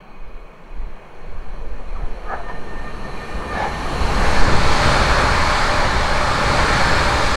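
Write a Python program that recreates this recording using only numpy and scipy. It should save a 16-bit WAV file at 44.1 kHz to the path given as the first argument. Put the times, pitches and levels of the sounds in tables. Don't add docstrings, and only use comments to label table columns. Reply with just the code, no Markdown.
import sys
import numpy as np
from scipy import signal
from scipy.fft import rfft, irfft, next_fast_len
from scipy.io import wavfile
from scipy.ndimage import uniform_filter1d, map_coordinates

SR = 44100
rng = np.random.default_rng(int(sys.argv[2]) if len(sys.argv) > 2 else 0)


def unload_audio(sound):
    columns = np.transpose(np.atleast_2d(sound))
    steps = np.round(np.clip(columns, -1, 1) * 32767)
    wavfile.write(sys.argv[1], SR, steps.astype(np.int16))


N = 324576

SPEED_M_PER_S, ARRIVAL_S = 50, 4.458
TURN_M, TURN_POWER = 10, .75
# base level alongside in dB, reach in metres, dB lost per doubling.
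SLEEPER_CARRY, RAIL_CARRY, WHEEL_CARRY = (-28.5, 46.4, 9.63), (-22, 21.4, 7.9), (-31, 24.9, 10.72)
RIPPLE_CARRY, BUFFET_CARRY, BOOM_CARRY = (-36, 45, 6), (-25.5, 41.5, 19.3), (-27.5, 110, 23)

# frequency in Hz, relative level in dB.
SLEEPERS_HEAD_ON = [(85, -35), (112, 0), (138, 2.5), (200, 4), (270, -2), (350, -1), (480, -2), (600, -15),
                    (900, -43)]
SLEEPERS_SIDE_ON = [(85, -13), (120, 5.5), (180, 1), (240, -1.5), (330, -2.5), (440, -1), (540, -6),
                    (800, -21)]
RAILS_HEAD_ON = [(300, -17), (470, -4), (640, -3.5), (740, -2.5), (850, -2.5), (1000, -4.5), (1220, -5),
                 (1330, -9.5), (1550, -9), (1780, -10.5), (1930, -14), (2330, -13), (2900, -23.5),
                 (3600, -26)]
RAILS_SIDE_ON = [(260, -56), (450, -17.5), (503, -7), (580, -2), (659, -6), (736, -5.5), (823, -1.5),
                 (1200, -2), (1810, -7), (1940, -11), (2270, -10), (2680, -16.5), (3000, -18.5),
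                 (3900, -52), (6600, -120)]
WHEELS_HEAD_ON = [(2200, -14), (2850, 2.5), (3250, -5), (3620, -11.5), (4050, 1), (4450, -2), (4800, -13.5),
                  (5350, -15.5), (5950, -9.5), (7000, -15), (8600, -16.5), (9450, -16), (10500, -19.5),
                  (11800, -22), (12800, -38)]
WHEELS_SIDE_ON = [(1650, -2), (2800, -8), (3270, -4.5), (4330, -3), (5680, -10.5), (7680, -14.5),
                  (9740, -21), (13000, -37.5)]
# frequency in Hz, relative level in dB.
TOP_FIZZ = [(9000, -30), (12000, -8), (13000, -3), (14000, 0), (16000, -1)]
RASP_GRIND = [(200, -47), (420, -5), (580, -5), (720, 0.5), (950, -0.5), (1280, -6), (1550, -6),
              (1760, -3.5), (1900, -17.5), (2500, -32)]
RASP_SCRAPE = [(1700, -20), (2200, 1), (2500, -10), (3100, -14), (3800, -15), (7000, -28)]
NOSE_AIR = [(60, -6), (140, 3), (200, 0), (330, -13), (1500, -49), (4000, -41), (6500, -29.5), (9000, -37),
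            (12500, -80), (15500, -49)]
DEEP_BOOM = [(22, 18), (34, -7.5), (50, 3), (68, -13.5), (84, -34), (130, -50)]
WIND_HEAVE = [(2, 13), (7, 8.5), (20, 4.5), (36, -3.5), (52, -11), (64, -15), (85, -61), (200, -90)]
WIND_BUFFET = [(35, -7), (58, 3.5), (85, -1), (120, -9), (160, -34), (300, -40)]
YARD_HUM = [(90, -30), (135, 2), (190, -19), (270, -9), (420, 5.5), (620, 5.5), (800, -6), (1200, -31),
            (2500, -45)]
# centre in Hz, width in Hz, relative level in dB.
RAIL_SONG_MODES = [(1084, 180, 7), (2236, 160, 4), (2486, 31, 9), (2570, 44, -9), (2870, 200, -17),
                   (3180, 350, -11), (4000, 480, -43)]
APPROACH_SIZZLE_MODES = [(5530, 140, 9), (6080, 120, 6), (6500, 53, 5), (7200, 60, -1), (8280, 60, -11),
                         (8900, 70, -11), (9260, 200, 0), (9900, 100, 2), (10400, 87, 2), (10900, 70, -27),
                         (11600, 160, -14)]
WHEEL_MODES = [(560, 13, -2.5), (596, 16, 3), (815, 45, 0), (2219, 20, -1.5), (4300, 330, -10.5)]
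BRIGHT_WHEEL_MODES = [(1440, 140, 11), (1657, 14, -6)]
# centre and half length in seconds,
# then extra rumble, roar and hiss in dB.
BOGIE_SWELLS = [(4.268, 0.18, 2, 2.4, 0.5), (4.5, 0.095, 5, -1, 0), (4.875, 0.27, 5, 3.5, 4.5),
                (5.226, 0.15, 4, 3, 1), (5.543, 0.29, 0, 2.5, 3), (5.853, 0.15, 2, 1, -0.5),
                (6.752, 0.37, 4.5, 4, 3.9), (7.262, 0.22, 1.5, 0.4, 2.5)]
# multiple of the pitch, relative dB head-on, relative dB side-on.
RIPPLE_HARMONICS = [(1, -20, -6), (2, -7, -2.5), (3, -4, -0.5), (4, -14, -5.5)]
# centre and half length in seconds, extra level in dB.
RIPPLE_FLARES = [(2.502, 0.066, 11), (2.747, .04, 6.5), (2.874, 0.043, 5.5), (3.19, 0.026, 5),
                 (3.326, .07, 4.5), (3.515, .035, 10.5)]
# peak time in seconds, grind level in dB, rise and fall in seconds,
# ring pitch in Hz, then ring and scrape in dB relative to the grind.
TRACK_RASPS = [(2.015, -42, .03, .025, 1300, -4, -25), (2.312, -34, .024, .026, 1230, 3, -22),
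               (2.335, -28, .013, .013, 770, -1, -25), (2.39, -35, .02, .025, 690, 1, -20),
               (2.497, -36, .012, .018, 980, 0, -11), (3.535, -31, .01, .02, 1200, -3, -12),
               (3.592, -26, .022, .025, 1740, -4, -11), (3.634, -25, .016, .035, 830, 1, -12)]
# centre and half length in seconds, heave and thud levels in dB.
BREEZE_GUSTS = [(.3, 0.16, -24.5, -54), (0.818, 0.091, -18.5, -42), (1.334, 0.083, -27, -41.5),
                (1.66, 0.42, -25.5, -49), (1.986, 0.081, -26, -52), (2.029, 0.016, -32, -25.5),
                (2.55, 0.8, -22.5, -57), (3.374, 0.027, -10.5, -31)]
# centre in seconds, peak in dB, half length in seconds,
# centre pitch in Hz, glide in Hz per second.
FALLING_CHIRPS = [(.285, -69, .02, 4950, -6000), (1.428, -62, .013, 4700, -42000),
                  (1.968, -35, .012, 1150, -16000)]


def rolling(abreast):
    swells_db = sum(np.outer(extra_db, bell(s, half)) for s, half, *extra_db in BOGIE_SWELLS)
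    carried_db = [carried(*SLEEPER_CARRY), carried(*RAIL_CARRY), carried(*WHEEL_CARRY)]
    sleeper_db, rail_db, wheel_db = swells_db + carried_db
    far, near = np.sqrt(1 - abreast), np.sqrt(abreast)
    sleepers = far * amp(0.4) * rush(SLEEPERS_HEAD_ON, patchy_db=2)
    sleepers += near * rush(SLEEPERS_SIDE_ON, patchy_db=0.5)
    rails = far * amp(0.5) * rush(RAILS_HEAD_ON, patchy_db=1.5)
    rails += near * rush(RAILS_SIDE_ON, patchy_db=1.42, modal_db=-0.4)
    rails += near * amp(-10.5) * ringing(WHEEL_MODES)
    wheels = far * rush(WHEELS_HEAD_ON, patchy_db=1.5, modal_db=1)
    wheels += far * amp(-14.5) * ringing(APPROACH_SIZZLE_MODES)
    wheels += near * amp(0.36) * rush(WHEELS_SIDE_ON, patchy_db=1, modal_db=0.2)
    fizz = amp(wheel_db - 31 - 3.1 * near) * rush(TOP_FIZZ, patchy_db=2)
    roar = amp(rail_db + 0.16 * wobble(14)) * rails
    return amp(sleeper_db) * sleepers + roar + amp(wheel_db) * wheels + fizz


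def ripple_hum(abreast, head_on_hz=604, doppler_drop_hz=15.3, entry_s=2.43, step_db=13.5):
    pitch_hz = head_on_hz - doppler_drop_hz * abreast
    phase = 2 * np.pi * np.cumsum(pitch_hz) / SR
    db = carried(*RIPPLE_CARRY) - step_db * (1 - onset(entry_s, rise_s=0.23))
    db += sum(extra_db * bell(s, half) for s, half, extra_db in RIPPLE_FLARES)
    flutter = lambda rate: wobble(rate) + 1j * wobble(rate)
    hum = np.zeros(N)
    for multiple, far_db, near_db in RIPPLE_HARMONICS:
        beats = np.sqrt(1 - abreast) * flutter(34) + np.sqrt(abreast) * flutter(11) + .35 * flutter(100)
        tone = unit(np.real(beats * np.exp(1j * round(multiple) * phase)))
        hum += amp(db + far_db + abreast * (near_db - far_db)) * tone
    return hum


def rasps():
    t = np.arange(N) / SR
    grind, scrape = rush(RASP_GRIND, patchy_db=2), rush(RASP_SCRAPE, patchy_db=2)
    out = np.zeros(N)
    for s, db, rise, fall, ring_hz, ring_db, scrape_db in TRACK_RASPS:
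        from_peak = (t - s) / np.where(t < s, rise, fall)
        swell = np.exp(1 - np.sqrt(1 + np.minimum(from_peak ** 2, 900)))
        note = np.sqrt(2) * np.sin(2 * np.pi * ring_hz * t + wobble(110))
        out += amp(db) * swell * (grind + amp(ring_db) * note + amp(scrape_db) * scrape)
    return out


def bow_wave(at_s=4.33, width_s=0.3, db=-25):
    t = np.arange(N) / SR
    return amp(db) / (1 + ((t - at_s) / width_s) ** 2) ** 1.7 * rush(NOSE_AIR, patchy_db=2.5)


def boom():
    return amp(carried(*BOOM_CARRY) + 1.7 * wobble(10)) * rush(DEEP_BOOM, patchy_db=-1.5)


def bright_wheels(at_s=6.83, half_s=.3, db=-27):
    return amp(db) * bell(at_s, half_s) * ringing(BRIGHT_WHEEL_MODES)


def rail_song():
    return amp(-53.5 + 0.92 * wobble(4.2)) * ringing(RAIL_SONG_MODES)


def wind(breeze_db=-43, draught_db=-22, surge_s=4.36, surge_half_s=.5):
    surge = bell(surge_s, surge_half_s)
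    draught = onset(surge_s - surge_half_s, rise_s=.27) * amp(draught_db + 10 * surge)
    gusts, thuds = sum(np.outer(amp(levels_db), bell(s, half)) for s, half, *levels_db in BREEZE_GUSTS)
    heave = np.sqrt(amp(breeze_db) ** 2 + gusts ** 2 + draught ** 2)
    buffet = amp(carried(*BUFFET_CARRY) + 5 * surge + 2.1 * wobble(18))
    return heave * rush(WIND_HEAVE, patchy_db=0.5) + (buffet + thuds) * rush(WIND_BUFFET, patchy_db=0.4)


def chirps():
    out = np.zeros(N)
    t = np.arange(-SR // 10, SR // 10) / SR
    for s, db, half, hz, glide in FALLING_CHIRPS:
        whistle = np.sin(2 * np.pi * (hz + glide * t / 2) * t)
        start = round((s + t[0]) * SR)
        out[start:start + len(t)] += amp(db - 7.6 * (t / half) ** 2) * whistle
    return out


def yard():
    hiss = amp(-80) * rush(TOP_FIZZ, patchy_db=1)
    return hiss + amp(-50 + .6 * wobble(4.2)) * rush(YARD_HUM, patchy_db=3.2)


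def distance():
    return SPEED_M_PER_S * np.maximum(ARRIVAL_S - np.arange(N) / SR, 0)


def carried(level_db, reach_m, loss_db):
    return level_db - loss_db * np.log2(np.hypot(1, distance() / reach_m))


def rush(spectrum, patchy_db, modal_db=0):
    cells = signal.stft(rng.standard_normal(N), nperseg=1024)[2]
    patches = uniform_filter1d(rng.standard_normal(cells.shape), size=7, axis=0)
    patches = uniform_filter1d(patches, size=12, axis=1)
    modes = uniform_filter1d(rng.standard_normal((len(cells), 1)), size=3, axis=0)
    texture = amp(patchy_db * unit(patches) + modal_db * unit(modes))
    noise = signal.istft(cells * texture, nperseg=1024)[1][:N]
    knots_hz, db = np.transpose(spectrum)
    colour = lambda hz: amp(np.interp(np.log(hz + 1e-3), np.log(knots_hz), db, left=-120, right=-120))
    return unit(filtered(noise, colour))


def ringing(modes):
    gain = lambda f: sum(amp(db) / (1 + ((f - hz) / (width / 2)) ** 2) for hz, width, db in modes)
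    return unit(filtered(rng.standard_normal(N), gain))


def filtered(x, response):
    size = next_fast_len(N + SR // 2)
    return irfft(rfft(x, size) * response(np.fft.rfftfreq(size, 1 / SR)), size)[:N]


def wobble(rate):
    at = np.linspace(0, N * rate / SR, N // 32)
    curve = map_coordinates(rng.standard_normal(int(N * rate / SR) + 4), [at])
    return np.interp(np.arange(N), np.linspace(0, N, len(at)), curve)


def bell(at_s, half_s):
    return np.exp(-np.minimum(((np.arange(N) / SR - at_s) / half_s) ** 2, 50))


def onset(at_s, rise_s):
    return .5 + .5 * np.tanh((np.arange(N) / SR - at_s) / rise_s)


def amp(db):
    return 10 ** (np.asarray(db) / 20)


def unit(x):
    return x / np.sqrt(np.mean(x ** 2) + 1e-20)


def scene():
    abreast = np.clip((1 + (distance() / TURN_M) ** 2) ** -TURN_POWER, 0, 1)
    train = rolling(abreast) + rail_song() + ripple_hum(abreast) + rasps()
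    train = train + bow_wave() + boom() + bright_wheels()
    return (train + yard() + chirps() + wind())[None]


def record(dry, top_hz=15750):
    edges = signal.windows.tukey(N, .002)
    return filtered(np.clip(dry[0] * edges, -1, 1), lambda hz: hz < top_hz)[None]


dry = scene()
out = record(dry)
unload_audio(out)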